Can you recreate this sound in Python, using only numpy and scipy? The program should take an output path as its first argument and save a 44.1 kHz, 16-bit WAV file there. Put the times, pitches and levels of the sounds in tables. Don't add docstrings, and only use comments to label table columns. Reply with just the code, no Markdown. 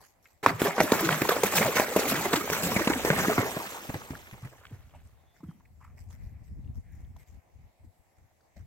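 import sys
import numpy as np
from scipy import signal
from scipy.fft import rfft, irfft, next_fast_len
from scipy.io import wavfile
from scipy.ndimage import uniform_filter1d, map_coordinates

SR = 44100
rng = np.random.default_rng(int(sys.argv[2]) if len(sys.argv) > 2 else 0)


def bounce(signal):
    frames = np.transpose(np.atleast_2d(signal))
    limited = np.clip(frames, -1, 1)
    pcm = np.round(limited * 32767).astype(np.int16)
    wavfile.write(sys.argv[1], SR, pcm)


N = 381906
TIME = np.arange(N) / SR


def gain_of(db):
    return 10 ** (np.asarray(db) / 20)


def evened(x):
    return x / np.sqrt(np.mean(x ** 2) + 1e-20)


def white():
    return rng.standard_normal((3, N))


def filtered(x, order, edge_hz, kind="low"):
    return signal.sosfilt(signal.butter(order, edge_hz, kind, fs=SR, output="sos"), x)


def read_spectrum(points, hz):
    f, value = np.transpose(points)
    return np.interp(np.log(hz + 1), np.log(f + 1), value)


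def add(mix, start_s, sound):
    part = mix[max(round(start_s * SR), 0):][:len(sound)]
    part += sound[:len(part)]


def swell(t, rise_s):
    u = np.maximum(t, 0) / rise_s
    return u * np.exp(1 - u)


def swell_time(rise_s):
    return np.arange(0, 10 * rise_s, 1 / SR)


def sagging_swing(t, hz, rise_s, sag):
    pitch_hz = hz * (1 + sag * (2 * np.exp(-t / (2 * rise_s)) - 1))
    turns = np.cumsum(pitch_hz) / SR
    return swell(t, rise_s) * np.sin(2 * np.pi * turns)


def bursts(rows):
    power = np.zeros(N)
    for s, db, rise_s in rows:
        add(power, s, (gain_of(db) * swell(swell_time(rise_s), rise_s)) ** 2)
    return np.sqrt(power)


def ports(three, spectrum, likeness):
    size = next_fast_len(N)
    z, hz = rfft(three, size), np.fft.rfftfreq(size, 1 / SR)
    same = np.clip(read_spectrum(likeness, hz), 0, 1)
    pair = np.sqrt(same) * z[0] + np.sqrt(1 - same) * z[1:]
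    coloured = pair * gain_of(read_spectrum(spectrum, hz))
    return evened(irfft(coloured, size)[:, :N])


def patter(per_s, spread_db, smooth):
    size = gain_of(spread_db * np.minimum(rng.exponential(1, (3, N)), 4))
    sign = np.sign(rng.standard_normal((3, N)))
    struck = rng.random((3, N)) < per_s / SR
    return evened(size * sign * struck) + smooth * white()


def lumpy(x, span_s, span_hz, depth_db):
    _, _, z = signal.stft(x, nperseg=512, noverlap=384)
    field = rng.standard_normal(z.shape[1:])
    spans = [span_hz * 512 / SR, span_s * SR / 128]
    reach = np.arange(-40, 41)
    for axis, span in enumerate(spans):
        bell = np.exp(-.5 * (reach / span) ** 2)
        field = signal.fftconvolve(field, np.expand_dims(bell, 1 - axis), "same", axes=axis)
    clumps = gain_of(depth_db * np.clip(evened(field), -2, 2))
    return evened(signal.istft(z * clumps, nperseg=512, noverlap=384)[1][:, :N])


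def puff(noise, db, rise_s):
    shape = swell(swell_time(rise_s), rise_s)[:noise.shape[-1]]
    rms = np.sqrt(np.mean(shape ** 2))
    return gain_of(db) * rms * evened(noise[..., :len(shape)] * shape)


def puffs(pair, rows):
    out = np.zeros((2, N))
    for s, db, rise_s in rows:
        cut = puff(pair[:, round(s * SR):], db, rise_s)
        for port, sound in zip(out, cut):
            add(port, s, sound)
    return out


def spatter(rows, octaves, per_s, smooth):
    out, hits = np.zeros(N + SR), patter(per_s, spread_db=2, smooth=smooth)[0]
    for s, db, hz, rise_s in rows:
        edges_hz = np.minimum(hz * 2 ** (np.array([-.5, .5]) * octaves), .48 * SR)
        band = filtered(hits[round(s * SR):][:SR // 2], 2, edges_hz, "band")
        add(out, s, puff(band, db, rise_s))
    return out[:N]


# (time [s], level [dB])
BREEZE_LEVELS = [(5.6, -59), (6.298, -42.5), (6.398, -46.5), (6.7, -37), (6.75, -44), (6.792, -37.5),
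                 (6.818, -53), (7.01, -43), (7.166, -48.5), (7.24, -61)]
# (time [s], length [s], level [dB])
GUST_EVENTS = [(7.259, 0.15, -50), (7.51, 0.21, -54), (7.79, 0.14, -52.5), (7.989, 0.046, -63),
               (8.074, 0.03, -70), (8.154, 0.12, -61), (8.556, 0.11, -45)]
# (time [s], level [dB])
SWING_LEVELS = [(.4, -76), (1.5, -62), (3.2, -44.5), (3.7, -62), (4.6, -61), (5.05, -53.5), (5.3, -67.5),
                (5.9, -81)]
# (frequency [Hz], level [dB])
BUFFET_SPECTRUM = [(20, -17.5), (50, -1), (80, 4.5), (130, -7.5), (250, -20.5), (400, -35), (1000, -50.5),
                   (4000, -78)]
AIR_SPECTRUM = [(15, -33.5), (25, -9.5), (80, -5), (111, -7), (206, -13), (384, -13.5), (754, -7.5),
                (988, -15), (1440, -23), (2050, -16.5), (3160, -29.5), (8140, -28), (9320, -36),
                (11000, -29.5), (16000, -31.5)]
# (frequency [Hz], shared power [0-1])
AIR_LIKENESS = [(30, 0.046), (90, 0.17), (250, 0.51), (800, 0.12), (2000, 0.11), (5000, 0.067)]
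CALM_DB, AIR_DB = -87.5, -68.5


def outdoors(lean_db=2, flutter_db=4.5, breeze_trim_db=-1):
    breeze_db = np.interp(TIME, *np.transpose(BREEZE_LEVELS), left=CALM_DB, right=CALM_DB)
    gust = gain_of(breeze_db + breeze_trim_db)
    for s, length_s, db in GUST_EVENTS:
        add(gust, s, gain_of(db) * np.sin(np.pi * np.arange(0, length_s, 1 / SR) / length_s))
    swing = gain_of(np.interp(TIME, *np.transpose(SWING_LEVELS)))
    gust = gust * gain_of([[lean_db], [-lean_db]]) + swing
    eddies = filtered(rng.standard_normal(N), 2, [4, 16], "band")
    flutter = gain_of(flutter_db * np.tanh(evened(eddies)))
    rumble = gust * flutter * ports(white(), BUFFET_SPECTRUM, AIR_LIKENESS)
    air = lumpy(ports(white(), AIR_SPECTRUM, AIR_LIKENESS), span_s=.03, span_hz=400, depth_db=2)
    return rumble + gain_of(AIR_DB) * air


# (time [s], rise [s], pitch [Hz], glide [Hz/s], level [dB])
BIRD_CALLS = [(5.15, 0.047, 3650, -300, -82), (5.255, 0.042, 3520, 700, -75),
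              (5.473, .022, 3220, -900, -73)]


def bird(blur_hz=150):
    out = np.zeros(N)
    for s, rise_s, hz, glide, db in BIRD_CALLS:
        t = swell_time(rise_s)
        waver = evened(uniform_filter1d(rng.standard_normal(len(t)), size=40))
        turns = np.cumsum(hz + glide * t + blur_hz * waver) / SR
        add(out, s, gain_of(db) * swell(t, rise_s) * np.sin(2 * np.pi * turns))
    return out


# (time [s], level [dB], centre [Hz], rise [s])
SCUFF_EVENTS = [(0, -59, 890, 0.0062), (.254, -61, 2140, 0.0064), (0.429, -41, 1810, 0.0015),
                (3.641, -37, 760, 0.0019), (3.9407, -35, 720, 0.0017), (4.148, -41, 1500, 0.0028),
                (4.341, -48, 1050, 0.0017), (4.435, -53, 1100, 0.0044), (4.523, -57, 1400, 0.0044),
                (4.61, -67, 1200, .003), (4.652, -44.5, 1350, 0.0014), (4.946, -52, 750, 0.005),
                (4.94, -66.5, 2560, 0.011), (5.361, -65, 1620, 0.0037), (5.402, -59, 920, 0.0031),
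                (5.428, -60.5, 1160, 0.0069), (5.44, -58.5, 270, 0.039), (5.51, -55, 1050, 0.0016),
                (5.653, -61.5, 2065, 0.0029), (5.803, -58, 1080, 0.0093), (5.81, -66, 1990, 0.029),
                (5.842, -54.5, 1085, 0.0044), (5.86, -64, 1130, 0.014), (5.975, -61.5, 2000, 0.0043),
                (6.17, -74, 2050, 0.076), (6.82, -72, 1930, 0.08), (7.14, -82, 2120, 0.086),
                (7.162, -55.5, 830, 0.0026), (7.835, -75, 753, 0.0069), (7.838, -59.5, 231, 0.0073),
                (8.406, -70.5, 1406, 0.0023), (8.561, -57.5, 620, 0.0072), (8.564, -49, 198, 0.003)]
# (time [s], level [dB], rise [s])
CLOTH_RUSTLES = [(0, -56, 0.029), (0.22, -62.5, 0.037), (5.03, -70, .03), (5.34, -70, .025),
                 (5.96, -65, 0.031), (6.085, -60.5, 0.028), (6.2, -67.5, 0.035), (6.43, -71, 0.026),
                 (6.74, -67, 0.023), (6.91, -70.5, 0.046), (7.163, -63, 0.0042), (7.18, -61.5, 0.017),
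                 (7.26, -66.5, 0.025), (7.34, -70, .01), (8.15, -76, 0.023), (8.56, -64.5, 0.017)]
# (time [s], level [dB], centre [Hz], rise [s])
TICK_EVENTS = [(.256, -50.5, 1870, 0.0013), (5.073, -64, 7400, 0.00069), (6.11, -62, 2980, 0.00047),
               (6.645, -71, 3040, .0015), (6.675, -68, 2600, 0.0013), (6.921, -66, 11050, .0006),
               (7.048, -69, 3500, 0.00093), (7.166, -63, 3500, 0.00076), (8.308, -66, 746, .003),
               (8.408, -73.5, 4520, 0.0019)]
SCUFF_HISS_DB, TICK_OCTAVES = -12.5, 0.56


def scuffs(width=0.42):
    out, grains = np.zeros(N), patter(per_s=700, spread_db=2, smooth=.35)[0]
    for s, db, hz, rise_s in SCUFF_EVENTS:
        edges_hz = [hz / (1 + width / 2), hz * (1 + width / 2)]
        band = filtered(grains[round(s * SR):][:SR], 3, edges_hz, "band")
        add(out, s, puff(band, db, rise_s))
    cloth = [(300, 4), (900, 6.5), (1400, 1.0), (2100, 8.0), (2600, -1.5), (3600, -6.5), (5500, 0),
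             (8000, 1.0), (9500, -11.5), (12000, 0.0), (16000, -10.0)]
    hiss = ports(patter(per_s=500, spread_db=3.5, smooth=.45), cloth, AIR_LIKENESS)
    hiss = lumpy(hiss, span_s=.012, span_hz=350, depth_db=4)
    out += spatter(TICK_EVENTS, TICK_OCTAVES, per_s=5600, smooth=0.44)
    scuff_hiss = [(s, db + SCUFF_HISS_DB, rise_s) for s, db, _, rise_s in SCUFF_EVENTS]
    return out + hiss * bursts(list(CLOTH_RUSTLES) + scuff_hiss)


# (time [s], peak level [dB], pitch [Hz])
TURF_THUDS = [(3.892, -30, 227), (3.94, -33, 306), (3.948, -35.5, 133), (4.104, -30.5, 267),
              (4.115, -40.5, 134), (4.137, -45, 100), (4.326, -36.5, 124), (4.427, -38.5, 124),
              (4.446, -35.5, 140), (4.711, -45, 239), (4.723, -35.5, 117.7), (4.741, -43, 95),
              (4.842, -52, 84), (4.954, -43, 78.4), (5.403, -51, 167), (5.432, -38, 292),
              (5.438, -37.5, 172), (5.455, -42.5, 88.7), (5.485, -33, 165.6), (5.55, -54, 210),
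              (5.585, -56, 200)]
# (time [s], level [dB], centre [Hz], rise [s])
CLOD_CRUNCHES = [(3.892, -35, 450, 0.0034), (3.942, -34.5, 1500, 0.0018), (3.95, -37.5, 404, 0.0046),
                 (4.015, -42, 1200, 0.0023), (4.112, -48, 352, 0.0044), (4.225, -52, 1500, .002),
                 (4.269, -46, 1900, .002), (4.31, -48, 2100, .003), (4.333, -55, 420, 0.0064),
                 (4.452, -56, 550, 0.0037), (4.473, -49, 1700, .0012), (4.523, -54, 517, 0.0065),
                 (4.611, -55, 550, 0.0027), (4.633, -56, 1300, .006), (4.653, -47, 2400, .0012),
                 (4.664, -52, 2400, 0.0026), (4.694, -63, 2300, .003), (4.713, -56, 500, .006),
                 (4.806, -65.5, 1000, .002), (4.893, -67, 600, 0.0048), (4.937, -58, 857, .004),
                 (4.988, -66, 2110, 0.0044), (5.484, -64, 1200, 0.0045), (5.6, -65, 1004, .006)]
# (frequency [Hz], shared power [0-1])
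WATER_LIKENESS = [(30, 0.4), (120, 1), (400, 1), (800, 0.98), (1400, 0.7), (2500, 0.2), (4500, 0.5),
                  (9000, 0), (16000, 0.11)]
THUD_CYCLES, CLOD_OCTAVES = 0.97, 1.02
BANK_S, GRIT_FADE_DB_PER_S = 3.89, 16


def turf(sag=0.023):
    out, t, kicks = np.zeros(N), np.arange(0, .12, 1 / SR), []
    for s, db, hz in TURF_THUDS:
        rise_s = THUD_CYCLES / hz
        add(out, s, gain_of(db) * sagging_swing(t, hz, rise_s, sag))
        kicks.append((s, db - GRIT_FADE_DB_PER_S * (s - BANK_S), rise_s))
    soil = [(40, 8), (100, 16.5), (250, 5), (550, -5.5), (1200, -7.0), (2200, -4.0),
            (3200, -19), (16000, -24)]
    grit = ports(patter(per_s=1100, spread_db=3.5, smooth=0.79), soil, WATER_LIKENESS)
    clods = spatter(CLOD_CRUNCHES, CLOD_OCTAVES, per_s=380, smooth=0.4)
    return out + puffs(grit, kicks) + clods


def bubbles(low_hz, high_hz, cycles, glide, spread_db, count):
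    out = np.zeros((2, N))
    for when, size, life, loud, side in rng.random((count, 5)):
        hz = low_hz * (high_hz / low_hz) ** size
        decay_s = cycles * (.5 + life) / hz
        u = np.arange(0, 5 * decay_s, 1 / SR) / decay_s
        envelope = np.exp(-u) * (1 - np.exp(-10 * u))
        ring = np.sin(2 * np.pi * hz * decay_s * u * (1 + glide * u)) * envelope
        ring *= gain_of(-spread_db * np.log(max(loud, .05)))
        add(out[0], when * N / SR, ring * (2.15 + side))
        add(out[1], when * N / SR, ring * (2.85 - side))
    return evened(out)


ENTER_S, STIRRED_S, ASHORE_S, BUILD_DB = .45, .9, 3.408, 21
STRIDE_S, SURGE_S, SETTLE_S = 0.5376, 1.08, 0.055


def fallback(level_db, surge_db, fade_db_per_s):
    ashore_s = np.maximum(TIME - ASHORE_S, 0)
    build_db = BUILD_DB * np.minimum((TIME - STIRRED_S) / (STIRRED_S - ENTER_S), 0)
    surge = surge_db * np.cos(2 * np.pi * (TIME - SURGE_S) / STRIDE_S) * np.exp(-ashore_s / SETTLE_S)
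    return (TIME > ENTER_S) * gain_of(level_db + build_db + surge - fade_db_per_s * ashore_s)


ENTRY_LEAD_S, ENTRY_RISE_S = 0.0027, .006
SHEET_DELAY_S, SHEET_RISE_S = 0.017, .011


def thrown(strikes, sheet_db):
    entry = bursts([(s - ENTRY_LEAD_S, db, ENTRY_RISE_S) for s, db in strikes])
    sheet = bursts([(s + SHEET_DELAY_S, db + sheet_db, SHEET_RISE_S) for s, db in strikes])
    return np.hypot(entry, sheet)


def clots(x, span_s, depth_db):
    field = signal.fftconvolve(rng.standard_normal(N), np.hanning(int(span_s * SR)), "same")
    return evened(x * gain_of(depth_db * np.clip(evened(field), -2, 1.5)))


TURN_S, TURN_LENGTH_S, DULL_HZ = 2.84, 1, 1730


def receding(x):
    far = np.clip((TIME - TURN_S) / TURN_LENGTH_S, 0, 1)
    return (1 - far) * x + far * filtered(x, 1, DULL_HZ)


# (time [s], air pocket peak [dB], pocket pitch [Hz], cycles to its peak,
# slap [dB, before shock and crack offsets], churn [dB], spray [dB])
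HOOF_PLUNGES = [(0.462, -4, 1086, 0.77, -14.5, -22.5, -37), (0.6179, -10, 346, 0.32, -25, -30, -30.5),
                (0.781, -14.5, 623, 0.52, -35, -26.5, -47), (0.804, -9, 700, 0.27, -15, -28.5, -29),
                (0.8103, -11, 654, 0.69, -23, -40.5, -37), (0.9196, -11.5, 473, 0.7, -17.5, -25, -29.5),
                (1.0908, -17, 1040, 0.55, -22, -27.5, -41), (1.2184, -10, 350, 0.39, -15.5, -28, -34),
                (1.291, -18, 420, 0.92, -22, -24, -29.5), (1.3656, -17, 467, 0.4, -40, -36.5, -47.5),
                (1.4345, -9.5, 467, 0.72, -17, -26, -27), (1.7671, -19.5, 460, 0.71, -26, -26, -28.5),
                (1.798, -14.5, 437, 0.43, -18, -25, -33), (1.9626, -8, 415, 0.36, -33, -27, -29),
                (1.9928, -18, 472, 0.99, -40.5, -40, -32.5), (2.3322, -14, 383, 0.47, -23.5, -24, -31),
                (2.5003, -15.5, 503, 0.29, -41.5, -30.5, -31), (2.7638, -15, 196, 0.36, -33, -27.5, -36),
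                (2.873, -15, 253, 0.49, -20.5, -28.5, -39), (2.899, -16.5, 320, 0.93, -35, -32, -36),
                (2.9949, -25, 557, 0.53, -32, -47, -48), (3.049, -15, 434, 0.39, -26, -29, -32.5),
                (3.102, -15.5, 161, 0.84, -16.5, -24, -40.5), (3.2824, -13, 272, 0.4, -28.5, -31, -61),
                (3.296, -19.5, 659, 2.3, -53, -29, -56), (3.3804, -13, 270, 0.46, -22.5, -24, -44),
                (3.3914, -19, 264, 0.53, -24.5, -53, -62), (3.426, -22.5, 430, 0.94, -44, -31, -60),
                (3.5651, -26.5, 169, 0.52, -32, -34, -46)]
# (time [s], churn [dB], spray [dB], rise [s])
LEG_SWEEPS = [(0.428, -32.5, -40, 0.0096), (0.591, -32, -33.5, 0.023), (0.649, -30, -38.5, 0.022),
              (.757, -37, -43, .014), (0.99, -28.5, -34.5, 0.0088), (1.025, -42, -37.5, 0.019),
              (1.118, -26.5, -37.5, 0.0057), (1.51, -36.5, -32, 0.019), (1.551, -29, -22, 0.019),
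              (1.609, -27.5, -33.5, 0.022), (1.751, -28, -31.5, 0.014), (2.075, -42.5, -26.5, .016),
              (2.247, -29.5, -40, 0.0069), (2.522, -31, -30.5, 0.014), (2.629, -46, -29.5, 0.015),
              (3.068, -30.5, -34, .015), (3.172, -27.5, -31, 0.018), (3.24, -32, -47, 0.014)]
# (frequency [Hz], level [dB])
CHURN_SPECTRUM = [(25, -46), (80, -22), (200, -3.5), (400, -3), (700, -3.5), (1100, -3), (1600, -4),
                  (2200, -4.5), (2900, -19.5), (3700, -18.5), (5000, -21.5), (16000, -52.5)]
# (level [dB], surge [dB], fade [dB/s])
CHURN_FALLBACK = (-35.5, 1.5, 21.6)
SHEET_CHURN_DB, BUBBLE_FADE_DB_PER_S = -5.5, 17


def churn():
    level = np.linalg.norm([fallback(*CHURN_FALLBACK),
                            thrown([(s, db) for s, *_, db, _ in HOOF_PLUNGES], SHEET_CHURN_DB),
                            bursts([(s, db, rise_s) for s, db, _, rise_s in LEG_SWEEPS])], axis=0)
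    foam = ports(patter(per_s=1500, spread_db=1.5, smooth=0.49), CHURN_SPECTRUM, WATER_LIKENESS)
    foam = gain_of(-3) * lumpy(foam, span_s=.0055, span_hz=150, depth_db=4.4)
    sparse = ports(patter(per_s=330, spread_db=2.5, smooth=0), CHURN_SPECTRUM, WATER_LIKENESS)
    foam = clots(foam + gain_of(-6.5) * sparse, span_s=.016, depth_db=2.0)
    fizz = gain_of(-4 - BUBBLE_FADE_DB_PER_S * np.maximum(TIME - ASHORE_S, 0))
    foam += fizz * bubbles(low_hz=380, high_hz=2500, cycles=4.5, glide=.015, spread_db=4.2, count=2400)
    return level * receding(foam)


# (frequency [Hz], level [dB])
SPRAY_SPECTRUM = [(800, -22.5), (2500, 3.5), (3700, -0.5), (4900, -3), (6300, 1.5), (8300, 0), (9200, -8.5),
                  (10200, -7), (11500, -1), (13500, -0.5), (16000, -3.5)]
# (level [dB], surge [dB], fade [dB/s])
SPRAY_FALLBACK = (-37, 2.1, 23.4)
SHEET_SPRAY_DB = -2.5


def spray():
    level = np.linalg.norm([fallback(*SPRAY_FALLBACK),
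                            thrown([(s, db) for s, *_, db in HOOF_PLUNGES], SHEET_SPRAY_DB),
                            bursts([(s, db, rise_s) for s, _, db, rise_s in LEG_SWEEPS])], axis=0)
    drops = ports(patter(per_s=2200, spread_db=0.5, smooth=0.21), SPRAY_SPECTRUM, WATER_LIKENESS)
    drops = lumpy(drops, span_s=.007, span_hz=380, depth_db=2.8)
    drops = clots(drops, span_s=.012, depth_db=1.2)
    tiny = bubbles(low_hz=2400, high_hz=9000, cycles=5, glide=.006, spread_db=4, count=3000)
    return level * (drops + gain_of(-15) * tiny)


# (frequency [Hz], level [dB])
SLOSH_SPECTRUM = [(20, -30), (50, -15), (100, 0), (160, 2.5), (260, -1), (450, -2), (1200, -43.5)]
# (level [dB], surge [dB], fade [dB/s])
SLOSH_FALLBACK = (-48, 17, 82)
HOLE_RISE_S, HOLE_DB = .014, -21


def slosh():
    holes = bursts([(s, db + HOLE_DB, HOLE_RISE_S) for s, db, *_ in HOOF_PLUNGES])
    level = np.hypot(fallback(*SLOSH_FALLBACK), holes)
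    wash = ports(white(), SLOSH_SPECTRUM, WATER_LIKENESS)
    large = bubbles(low_hz=140, high_hz=356, cycles=3.4, glide=0.044, spread_db=3.2, count=500)
    return level * (gain_of(-5.5) * wash + gain_of(-7.5) * large)


DRIP_DB, DRIP_FADE_DB_PER_S = -46, 20


def trickle(patter_db=-2):
    ashore_s = TIME - ASHORE_S
    fade = gain_of(DRIP_DB - DRIP_FADE_DB_PER_S * np.maximum(ashore_s, 0))
    level = np.clip(ashore_s / SETTLE_S, 0, 1) * fade
    plinks = bubbles(low_hz=600, high_hz=3400, cycles=4, glide=.015, spread_db=3.5, count=650)
    pat_spectrum = [(500, -25), (1500, 0), (3000, 0), (6000, -14), (16000, -28)]  # (Hz, dB)
    pats = ports(patter(per_s=90, spread_db=2, smooth=0), pat_spectrum, WATER_LIKENESS)
    return level * (plinks + gain_of(patter_db) * pats)


# (time [s], level [dB], centre [Hz], rise [s])
WATER_SMACKS = [(.439, -37, 1970, 0.0014), (.604, -38, 2380, 0.0016), (.654, -30, 750, 0.0039),
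                (.8, -23.5, 2200, .0005), (.8025, -20, 1110, 0.0024), (.8115, -23, 1500, .001),
                (.9197, -24.5, 3720, .0012), (.932, -22.5, 935, 0.0032), (1.005, -30, 550, 0.0027),
                (1.007, -27, 12800, .002), (1.0895, -17, 1200, .001), (1.106, -27, 2670, 0.0012),
                (1.123, -26, 2160, 0.0039), (1.143, -28.5, 1300, 0.0024), (1.288, -27, 3900, 0.003),
                (1.306, -25.5, 1190, 0.0018), (1.459, -28, 2000, 0.0021), (1.577, -26, 1000, 0.0035),
                (1.578, -19.5, 2040, .003), (1.626, -22.5, 1670, 0.0016), (1.767, -22, 1930, 0.0021),
                (1.782, -23.5, 1700, 0.003), (1.815, -31, 1510, 0.0034), (2.031, -31, 2200, 0.0012),
                (2.08, -33, 2300, .002), (2.154, -29, 1900, 0.0033), (2.258, -39.5, 970, .003),
                (2.33, -27.5, 3670, 0.0026), (2.357, -28.5, 3600, 0.0034), (2.5, -25, 2000, 0.00084),
                (2.531, -24, 1579, 0.0018), (2.548, -33.5, 1870, .003), (2.636, -35, 800, .001),
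                (2.701, -34, 2200, .002), (2.76, -35.5, 1700, .002), (2.8735, -23.5, 1970, 0.002),
                (2.933, -26.5, 2100, 0.0023), (3.1022, -20, 1310, 0.0021), (3.188, -28.5, 1400, 0.0077),
                (3.282, -39, 1200, .001), (3.298, -31, 1800, 0.0035), (3.328, -28, 1200, 0.0023),
                (3.378, -22, 1300, 0.0011), (3.458, -33.5, 700, 0.0035), (3.566, -29, 475, 0.0031),
                (3.74, -43, 990, 0.014)]
SMACK_OCTAVES = 0.86


def smacks():
    return spatter(WATER_SMACKS, SMACK_OCTAVES, per_s=2000, smooth=0.36)


# (frequency [Hz], level [dB])
SLAP_SPECTRUM = [(150, -12), (500, 10), (1200, -5), (2200, 1.5), (3200, -14), (7000, -15.5), (9500, -26.5),
                 (12000, -22.5), (16000, -26)]


def slaps(rise_s=0.00078, shock_s=0.00018, shock_db=4, crack_db=1.5):
    shock, u = np.zeros(N), np.arange(0, .005, 1 / SR) / shock_s
    for s, _, hz, _, db, *_ in HOOF_PLUNGES:
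        add(shock, s + 1 / (4 * hz), gain_of(db + shock_db) * (1 - u) * np.exp(-u))
    shock = filtered(shock, 1, 3500)
    crack = ports(white(), SLAP_SPECTRUM, [(500, 0.94), (2000, 1.0), (8000, 0.64)])
    crack = puffs(crack, [(s, db + crack_db, rise_s) for s, _, _, _, db, *_ in HOOF_PLUNGES])
    return filtered(shock + crack, 1, 160, "high")


# (time [s], peak level [dB], pitch [Hz], rise [s], glide [octaves/s])
BIG_GULPS = [(0.495, -36, 179, 0.028, -3), (.537, -30, 115, 0.0069, -0.5), (.647, -26, 408, 0.0093, 0),
             (.675, -31, 170, 0.01, -1), (.838, -23, 330, .0035, -17), (.921, -16, 238, 0.0024, -30),
             (1.004, -29.5, 176, .0055, 1.5), (1.024, -25, 337, 0.015, -1.5),
             (1.092, -27.5, 162, 0.025, -1.5), (1.305, -23.5, 1284, 0.0078, -14),
             (1.605, -24, 213, 0.0079, -2.5), (1.655, -25, 680, 0.0067, -10),
             (1.677, -24.5, 560, 0.0072, -11.5), (1.915, -34, 467, 0.0064, 11), (2.036, -32, 502, 0.006, 9),
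             (2.122, -23.5, 234, .004, -11), (2.256, -24.5, 444, 0.0057, -29.5),
             (2.344, -32, 945, 0.0035, 5), (2.365, -25, 364, 0.0092, -13.5), (2.41, -29, 1300, .0025, -8),
             (2.595, -35.5, 613, 0.014, -1), (2.631, -28, 198, .0087, -5.5), (2.795, -28.5, 638, 0.01, -7),
             (2.808, -23.5, 348, 0.0051, -10.5), (2.955, -28.5, 292, 0.0089, -13),
             (3.081, -24.5, 430, 0.0036, 3), (3.105, -29, 160, 0.012, 8), (3.384, -19, 122, 0.0051, -11)]


def pockets(leak_hz=60, sag=0.058):
    out, t = np.zeros(N), np.arange(0, .2, 1 / SR)
    for s, db, hz, cycles, *_ in HOOF_PLUNGES:
        add(out, s, gain_of(db) * sagging_swing(t, hz, cycles / hz, sag))
    for s, db, hz, rise_s, glide in BIG_GULPS:
        turns = np.cumsum(hz * 2 ** (glide * t)) / SR
        add(out, s, gain_of(db) * swell(t, rise_s) * np.sin(2 * np.pi * turns))
    return filtered(out, 2, leak_hz, "high")


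def banks(x, t60_s=0.39, wet_db=-23):
    t = np.arange(0, .6, 1 / SR)
    tail = rng.standard_normal((2, len(t))) * gain_of(-60 * t / t60_s) * (t > .012)
    tail = filtered(tail, 1, 2500)
    tail /= np.linalg.norm(tail[0])
    return gain_of(wet_db) * signal.fftconvolve(x.mean(0)[None], tail, axes=1)[:, :N]


def shading(pair, lean=0.13, low_hz=900, high_hz=2800):
    middle = filtered(pair, 1, [low_hz, high_hz], "band")
    return pair + np.array([[-lean], [lean]]) * middle


# (time [s], right port lag [ms])
RIGHT_LAG = [(0, 0), (1, 0.063), (1.8, 0.055), (2.3, 0.062), (2.8, 0.11), (3.3, 0.14), (3.8, 0.2),
             (4.3, 0.21), (4.7, 0.059), (8.6, 0.014)]


def scene():
    water = churn() + spray() + slosh() + trickle() + smacks()
    horse = turf() + water + slaps() + pockets()
    lag_samples = np.interp(TIME, *np.transpose(RIGHT_LAG)) * SR / 1000
    right = map_coordinates(horse[1], [np.arange(N) - lag_samples], order=5)
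    horse = np.array([horse[0], right])
    return outdoors() + bird() + scuffs() + banks(horse) + shading(horse)


EDGE_HZ = 16000


def record(dry):
    lowpass = signal.firwin(511, EDGE_HZ, window=("kaiser", 9), fs=SR)
    return signal.oaconvolve(np.clip(dry, -1, 1), lowpass[None], "same")


dry = scene()
out = record(dry)
bounce(out)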